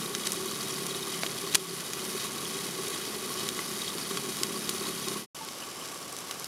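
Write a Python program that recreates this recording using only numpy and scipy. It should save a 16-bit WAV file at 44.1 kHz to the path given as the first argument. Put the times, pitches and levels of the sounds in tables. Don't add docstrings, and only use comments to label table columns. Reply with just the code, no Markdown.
import sys
import numpy as np
from scipy import signal
from scipy.fft import rfft, irfft, next_fast_len
from scipy.io import wavfile

SR = 44100
rng = np.random.default_rng(int(sys.argv[2]) if len(sys.argv) > 2 else 0)


def to_wav(sig):
    pcm = np.clip(np.atleast_2d(sig), -1, 1) * 32767
    pcm = np.round(pcm).astype(np.int16)
    wavfile.write(sys.argv[1], SR, pcm.T)


N = 285327
TIME = np.arange(N) / SR
STEP_BACK_S = 5.3


def from_db(db):
    return 10 ** (np.asarray(db) / 20)

def rms_one(x):
    return x / np.sqrt(np.mean(x ** 2) + 1e-20)

def in_time(rows):
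    s, *columns = np.transpose(rows)
    return [np.interp(TIME, s, column) for column in columns]

def filtered(x, gain):
    size = next_fast_len(N + 4096)
    return irfft(rfft(x, size) * gain(np.fft.rfftfreq(size, 1 / SR)), size)[..., :N]

def coloured(x, spectrum):
    log_hz, db = np.log(np.array(spectrum)[:, 0]), np.array(spectrum)[:, 1]
    return rms_one(filtered(x, lambda hz: from_db(np.interp(np.log(hz + 1e-9), log_hz, db))))

def low_cut(x, hz):
    return signal.sosfilt(signal.butter(2, hz, "high", fs=SR, output="sos"), x)

def drift(hz):
    pole = np.exp(-80 * np.pi * hz / SR)
    slow = signal.lfilter([1], [1, -2 * pole, pole * pole], rng.standard_normal(N // 40 + 2002))[2000:]
    return np.interp(np.arange(N) / 40, np.arange(len(slow)), rms_one(slow))

def resonance(x, hz, width):
    return signal.lfilter(*signal.iirpeak(min(hz, .45 * SR), hz / min(width, .4 * SR), fs=SR), x)

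def cavity(x, modes):
    return rms_one(sum(from_db(db) * resonance(x, hz, width) for hz, width, db in modes))

def ringing(hz, t60, db):
    t = np.arange(4096) / SR
    return from_db(db - 60 * t / t60) * np.sin(2 * np.pi * hz * t)

def grains(per_s, spread_db, largest):
    born = rng.random(N) < per_s / SR
    sizes = from_db(spread_db * np.minimum(rng.exponential(1, N), largest))
    return rms_one(born * sizes * rng.choice([-1, 1], N))

def add(out, s, sound):
    start = round(s * SR)
    out[start:start + len(sound)] += sound[:max(N - start, 0)]

def by_chance(per_s, db=0, spread_db=0):
    times = .01 + np.cumsum(rng.gamma(2, .5, 120)) / per_s
    rows = np.column_stack([times, db + spread_db * rng.standard_normal(120)])
    return rows[times < N / SR]

def small_sounds(per_s, db, spread_db, hz, spread_octaves=0.17, step_back_db=-6):
    pitches = hz * 2 ** (spread_octaves * rng.standard_normal(120))
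    return [(s, level + step_back_db * (s > STEP_BACK_S), pitch)
            for (s, level), pitch in zip(by_chance(per_s, db, spread_db), pitches)]

def flicks(rows, half_length_s, rise_hz_per_s):
    out, t = np.zeros(N), np.arange(-700, 700) / SR
    for s, db, hz in rows:
        swell = from_db(db) * np.exp(-(t / half_length_s) ** 2)
        add(out, s + t[0], swell * np.sin(2 * np.pi * (hz + rise_hz_per_s * t / 2) * t))
    return out


# (frequency [Hz], relative level [dB])
AIR_COLOUR = [(20, -34), (40, -23.5), (62, -15.5), (100, -7.5), (150, 0.5), (200, 0.5), (300, 0), (450, -3),
              (600, -8), (1000, -11.5), (3000, -53), (14000, -36)]
# (frequency [Hz], relative level [dB])
AIR_SIDE_COLOUR = [(20, -14.5), (60, -8), (125, 2), (250, 7), (450, 7.5), (800, 4), (1300, -2.5),
                   (2500, -38.5), (6000, -72), (13000, -26.5)]
def air(near):
    mid, side = rng.standard_normal((2, N))
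    mid = from_db(np.where(near, -45.5, -50) + 0.46 * drift(22)) * coloured(mid, AIR_COLOUR)
    side = from_db(np.where(near, -61, -58)) * coloured(side, AIR_SIDE_COLOUR)
    return mid + side * [[1], [-1]]

# (time [s], level before the step back [dB], low tones' lead over high [dB])
ENGINE_LEVELS = [(0, -46, -7.5), (.45, -46.5, 2), (1.1, -48, 8), (2.7, -51.5, 4), (3.6, -49, -5),
                 (3.95, -49, 2), (4.15, -43.5, 0.5), (5.2, -46, 1)]
# (time [s], firings [1/s])
FIRING_RATE = [(0, 32.6), (.3, 33.6), (.65, 35.6), (1.3, 34.6), (2.7, 34.8), (3.6, 35.5), (4.2, 35.3),
               (4.7, 35), (5.2, 34.2)]
# (pitch [times the firing rate], relative level [dB])
EXHAUST_TONES = [(4, -6), (5, -2.5), (6, 1.5), (7, -5.5), (8, -11.5), (10, -10), (11, -9.5)]
def engine(near, waver_db=3.0, step_back_db=-29):
    level_db, lead_db = in_time(ENGINE_LEVELS)
    rate, = in_time(FIRING_RATE)
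    phase = 2 * np.pi * np.cumsum(rate * (1 + 0.00502 * drift(6.0))) / SR
    tones = 0
    for multiple, db in EXHAUST_TONES:
        tone_db = db + waver_db * drift(4) + lead_db * (.5 if multiple <= 5 else -.5)
        tones += from_db(tone_db) * np.sin(multiple * phase + rng.uniform(0, 2 * np.pi))
    return from_db(level_db + np.where(near, 0, step_back_db)) * rms_one(tones)

# (time [s], pitch [Hz], relative level [dB], ring time [s])
HOOT = [(5.404, 900, -33, .12)]
def hoot(rise_s=0.0064, sag_hz_per_s=450, boost_db=4):
    s, hz, db, t60 = HOOT[0]
    age = np.maximum(TIME - s, 0)
    swell = (1 - np.exp(-age / rise_s)) ** 2 * from_db(db + boost_db - 60 * age / t60)
    return swell * np.sin(2 * np.pi * (hz - sag_hz_per_s * age / 2) * age)

# (time [s], level [dB], pitch [Hz])
FAINT_CHIRPS = [(5.366, -39.5, 2960), (5.626, -36, 2880), (5.815, -38, 2980)]
def chirps():
    return flicks(FAINT_CHIRPS, half_length_s=0.003, rise_hz_per_s=45000)

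# (time [s], pitch [Hz], ring time [s], level [dB])
GAS_PUFF = (1.546, 300, .035, -32)
def gas_puff():
    out = np.zeros(N)
    s, hz, t60, db = GAS_PUFF
    add(out, s, ringing(hz, t60, db))
    return out

# (base pitch [Hz], ring time [s], relative level [dB])
STICK_TONES = [(543, 0.032, -35.5), (684, 0.024, -28.5), (2220, 0.025, -32)]
# (time [s], boost [dB], pitch [times the base pitch])
STICK_POPS = [(1.2343, 2, 1), (1.5525, 3.5, 1.54)]
def knocks():
    out = np.zeros(N)
    for s, boost_db, pitch in STICK_POPS:
        add(out, s, sum(ringing(hz * pitch, t60, db + boost_db) for hz, t60, db in STICK_TONES))
    return low_cut(out, hz=400)

# (time [s], relative peak [dB], pitch [Hz], tail offset [dB], low edge [Hz])
WOOD_CRACKS = [(0.1503, -11, 3900, -14, 550), (0.27, -13, 4600, -14, 1500), (0.2722, -13, 4200, -9.5, 1800),
               (0.3204, -8.5, 7700, -19, 5000), (0.3325, -15, 8100, -22, 5500),
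               (0.4591, -23, 8500, -9, 5050), (0.513, -19, 6000, -12, 2500), (0.866, -17, 5170, -12, 2000),
               (1.2343, -11, 2600, -16, 450), (1.2638, -20, 3400, -11, 700), (1.54, -15, 3200, -16, 600),
               (1.5463, -14, 4200, -8, 2000), (1.5477, -9, 4400, -9, 1500), (1.5484, -4, 3600, -17, 1100),
               (1.5515, -11, 4400, -12, 1500), (1.5536, 0, 4200, -13, 1600), (1.5595, -17, 4000, -18, 1500),
               (1.9344, -14, 4800, -12, 1000), (2.8828, -21, 9000, -11, 4500),
               (3.4894, -10, 4900, -16.5, 500), (3.5915, -19, 2200, -10, 650),
               (4.1723, -15, 3000, -13, 800), (4.3693, -20, 8500, -12, 4000),
               (4.434, -5.5, 4200, -16, 2100), (4.693, -9, 3800, -17.5, 1500),
               (4.6953, -19, 9500, -7, 4500), (5.0847, -13, 4800, -15, 1600),
               (5.4492, -24, 6180, -12, 4000), (5.4876, -21, 3400, -20, 2000),
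               (5.9761, -29, 5470, -13, 3500), (6.1267, -25, 7500, -9, 4000), (6.1654, -26, 5600, -9, 3000),
               (6.1873, -23, 7700, -12, 4000), (6.311, -18, 3540, -8, 900), (6.3972, -26, 6500, -8, 4000),
               (6.444, -22, 7400, -8, 2980)]
def cracks(tail_t60=0.015, tail_db=2.4, snap_db=-0.3, thin_tail_db=-12.5, thin_edge_hz=3000):
    out, t = np.zeros(N), np.arange(-44, 2004) / SR
    thin_fibres = small_sounds(per_s=14, db=-27.5, spread_db=2.5, hz=7000)
    events = [*WOOD_CRACKS, *[(*row, thin_tail_db, thin_edge_hz) for row in thin_fibres]]
    for (s, db, hz, offset_db, low_hz), noise in zip(events, rng.standard_normal((160, len(t)))):
        band = signal.butter(2, [low_hz, 12000], "band", fs=SR, output="sos")
        phase = t * hz * np.pi * np.sqrt(2)
        swing = phase * np.exp(-phase ** 2)
        steep_front = np.gradient(np.gradient(np.sign(phase) * np.exp(-np.abs(phase))))
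        snap = signal.sosfilt(band, swing / swing.max() - 0.27 * steep_front)
        snap *= from_db(db + snap_db) / np.abs(snap).max()
        scattered = rms_one(signal.sosfilt(band, resonance(noise, hz, width=2.2 * hz)))
        tail = scattered * np.clip(phase / np.pi - .5, 0, 1) * from_db(-60 * t / tail_t60)
        add(out, s + t[0], snap + from_db(db + offset_db + tail_db) * tail)
    return out

# (time [s], level [dB], pitch [Hz])
SQUEAK_TONES = [(0.708, -31, 5520), (0.708, -33, 7190)]
def steam_squeak():
    return flicks(SQUEAK_TONES, half_length_s=0.0022, rise_hz_per_s=20000)

# (pitch [Hz], width [Hz], relative level [dB])
LID_LOW_TONES = [(384, 36.6, 2.5), (1116, 64, -3)]
# (pitch [Hz], width [Hz], relative level [dB])
LID_FAR_TONES = [(382, 57, -6.5), (1137, 74, -1)]
def bubbling(near, close_db=-44, far_db=-51.5):
    pops = grains(per_s=700, spread_db=3.0, largest=1.77) * from_db(drift(9.3))
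    close = from_db(close_db) * cavity(pops, LID_LOW_TONES)
    far = from_db(far_db) * cavity(pops, LID_FAR_TONES)
    return np.where(near, close, far)

# (time [s], lower tone's level [dB], upper tone's level [dB])
BIGGEST_BUBBLES = [(0.459, -37, -33), (0.513, -35, -33.5), (0.82, -32.5, -47), (0.953, -30.5, -46),
                   (1.261, -30, -42), (1.47, -29.5, -37), (2.149, -29, -42), (2.247, -35, -33),
                   (2.787, -29.5, -38), (3.16, -29, -44), (3.304, -27, -35), (3.59, -31, -30),
                   (4.11, -26, -31), (4.172, -37, -30), (4.287, -27, -42), (4.413, -29, -42),
                   (4.56, -34, -31), (4.692, -34, -36), (4.861, -42, -33), (5.075, -29.5, -33),
                   (5.16, -30.5, -30.5), (5.48, -55, -41), (5.824, -50, -39), (5.957, -43, -43),
                   (6.24, -55, -37), (6.294, -47, -40), (6.405, -52, -38)]
# (level close by [dB], level further back [dB], spread [dB])
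LESSER_BUBBLES = [(-34, -45.5, 1.5), (-40, -43.5, 1.5)]
def big_bubbles(lesser_per_s=12, t60=0.066, pitch_spread=0.022):
    out = np.zeros(N)
    times = by_chance(lesser_per_s)[:, 0]
    for tone, (near_db, far_db, spread_db) in enumerate(LESSER_BUBBLES):
        hz = LID_LOW_TONES[tone][0]
        lesser = [(s, (near_db if s < STEP_BACK_S else far_db) + spread_db * luck)
                  for s, luck in zip(times, rng.standard_normal(170))]
        biggest = [(s, levels[tone]) for s, *levels in BIGGEST_BUBBLES]
        for (s, db), shift in zip(biggest + lesser, rng.standard_normal(170)):
            add(out, s, ringing(hz * (1 + pitch_spread * shift), t60, db))
    return low_cut(out, hz=200)

# (pitch [Hz], width [Hz], relative level [dB])
LID_HIGH_TONES = [(2000, 110, 7.5), (2510, 55, 8), (3060, 70, 9.5), (3320, 90, 10.5), (3790, 160, 10.5),
                  (4330, 55, 10), (4680, 220, 6), (5165, 100, 7), (5780, 200, 4.5), (6330, 200, 2),
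                  (7210, 120, 4)]
# (time [s], relative level [dB], pitch [Hz])
BIG_DROPS = [(0.061, -39, 3750), (0.237, -35, 3550), (0.256, -38, 3950), (0.485, -38, 3600),
             (0.521, -39, 4400), (0.611, -36, 4600), (0.725, -37, 5650), (0.759, -38, 4850),
             (0.911, -33, 3600), (0.949, -36, 3700), (1.031, -32, 3950), (1.096, -38, 3900),
             (1.126, -37, 4900), (1.14, -38, 3250), (1.266, -34.5, 3550), (1.528, -37, 3850),
             (1.694, -36, 4550), (1.934, -39, 6400), (2.177, -39, 3900), (2.455, -37, 3350),
             (2.497, -39, 4350), (2.59, -37, 3650), (3.086, -37, 4650), (3.342, -39, 5550),
             (3.593, -41, 2000), (3.82, -32, 3620), (3.868, -39, 4400), (3.88, -31.5, 3520),
             (3.903, -37, 3580), (3.984, -39, 3850), (4.015, -36, 4900), (4.031, -38, 4600),
             (4.113, -37, 3750), (4.174, -33, 3100), (4.562, -36, 4700), (4.644, -39, 5150),
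             (4.801, -38, 4450), (4.869, -35, 4100), (5.044, -39, 3300)]
def spits(rise_s=0.0014, t60=0.022, lead_s=0.003, boost_db=3.8, reach_octaves=0.14, rasp_db=-9):
    out, t = np.zeros(N), np.arange(2048) / SR
    swell = (1 - np.exp(-t / rise_s)) ** 2 * from_db(-60 * t / t60)
    tone_hz = np.array(LID_HIGH_TONES)[:, 0]
    small_drops = small_sounds(per_s=16, db=-43.2, spread_db=1.5, hz=4100)
    drops = [*BIG_DROPS, *[row for row in small_drops if row[0] < STEP_BACK_S]]
    noises = rng.standard_normal((170, len(t)))
    variations = rng.standard_normal((170, 3, len(tone_hz)))
    for (s, db, hz), noise, (strength, shift, phase) in zip(drops, noises, variations):
        closeness = np.exp(-(np.log2(tone_hz / hz) / reach_octaves) ** 2)
        share = closeness * from_db(2 * strength) + 1e-12
        tones = np.sin(2 * np.pi * (np.outer(tone_hz * (1 + 0.008 * shift), t) + phase[:, None]))
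        rasp = rms_one(resonance(noise, hz, width=hz / 2))
        spit = share @ tones / np.linalg.norm(share) + from_db(rasp_db) * rasp
        add(out, s - lead_s, from_db(db + boost_db) * swell / swell.max() * spit)
    return out

def fine_crackle(decay_s=0.0011):
    clicks = grains(per_s=120, spread_db=2.0, largest=2.2)
    power = signal.lfilter([1], [1, -np.exp(-1 / (decay_s * SR))], clicks ** 2 + 1e-18)
    scatter = rms_one(np.sqrt(power) * rng.standard_normal(N))
    return rms_one(resonance(scatter + 0.45 * clicks, hz=6500, width=8000))

BAND_EDGES = [300, 2760, 5600, 9300, 16000]
BAND_SWINGS = [0.9, 0.5, 0.8, 1.0]
# (delay [s], gain [factor])
LID_ECHOES = [(.00131, 0.09), (.00237, 0.084), (.00413, .08)]
# (frequency [Hz], relative level [dB])
NEAR_COLOUR = [(300, -38), (600, -2), (1400, 4), (1650, -0.5), (2050, 2), (2800, 1.5), (4500, 2),
               (6300, 1.2), (8100, -2.5), (9700, 4.5), (10500, 3), (11200, -2), (12700, -1.5), (14200, -9),
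               (15600, -15)]
# (frequency [Hz], relative level [dB])
FAR_COLOUR = [(300, -12.5), (550, -7), (900, -10.5), (1250, -10), (1600, -11.5), (2300, -12), (3000, -10.5),
              (4200, -12), (5500, -9.5), (7000, -14.5), (7500, -11.5), (8400, -17.5), (9300, -13),
              (11400, -15.5), (15400, -28)]
def sizzle(near, close_db=-38.8, hollow_db=-43.3, far_db=-42):
    fizz = grains(per_s=4000, spread_db=0.5, largest=4.0) + 0.49 * rng.standard_normal(N)
    surge_db = 0.45 * drift(6.7) + 0.8 * drift(76)
    flurries = 0
    for low, high, swing_db in zip(BAND_EDGES, BAND_EDGES[1:], BAND_SWINGS):
        band = filtered(fizz, lambda hz: (hz >= low) & (hz < high))
        flurries += band * from_db(surge_db + swing_db * drift(79))
    bursts = rms_one(flurries) + from_db(surge_db - 7.5) * fine_crackle()
    echoed = bursts + sum(gain * np.roll(bursts, round(s * SR)) for s, gain in LID_ECHOES)
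    inner_pops = grains(per_s=900, spread_db=3.5, largest=2.7) * from_db(surge_db + 1.6 * drift(25))
    hollow = from_db(hollow_db) * cavity(inner_pops, LID_HIGH_TONES)
    close = from_db(close_db) * coloured(echoed, NEAR_COLOUR) + hollow
    far = from_db(far_db) * coloured(echoed, FAR_COLOUR)
    return np.where(near, close, far)

def scene():
    near = TIME < STEP_BACK_S
    pot = sizzle(near) + bubbling(near) + big_bubbles() + spits() + steam_squeak()
    surroundings = engine(near) + air(near) + hoot() + chirps()
    fire = cracks() + knocks() + gas_puff()
    return surroundings + fire + pot

def gain_control(x, threshold_db=-4.7, release_db_per_s=9.5, lag_s=0.0075, smooth_s=0.01):
    over_db = np.maximum(20 * np.log10(np.abs(x).max(axis=0) + 1e-9) - threshold_db, 0)
    held_db = np.maximum.accumulate(over_db + release_db_per_s * TIME) - release_db_per_s * TIME
    late_db = np.interp(TIME - lag_s, TIME, held_db)
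    pole = np.exp(-1 / (smooth_s * SR))
    return x * from_db(-signal.lfilter([1 - pole], [1, -pole], late_db))

# (time [s], gain [factor])
STEP_BACK_FADE = [(5.19, 1), (5.24, .45), (5.262, 0), (5.346, 0), (5.348, 1)]
def record(dry, cutoff_hz=15700):
    faded = gain_control(dry) * in_time(STEP_BACK_FADE)[0]
    return filtered(faded, lambda hz: 1 / np.sqrt(1 + (hz / cutoff_hz) ** 200))


dry = scene()
out = record(dry)
to_wav(out)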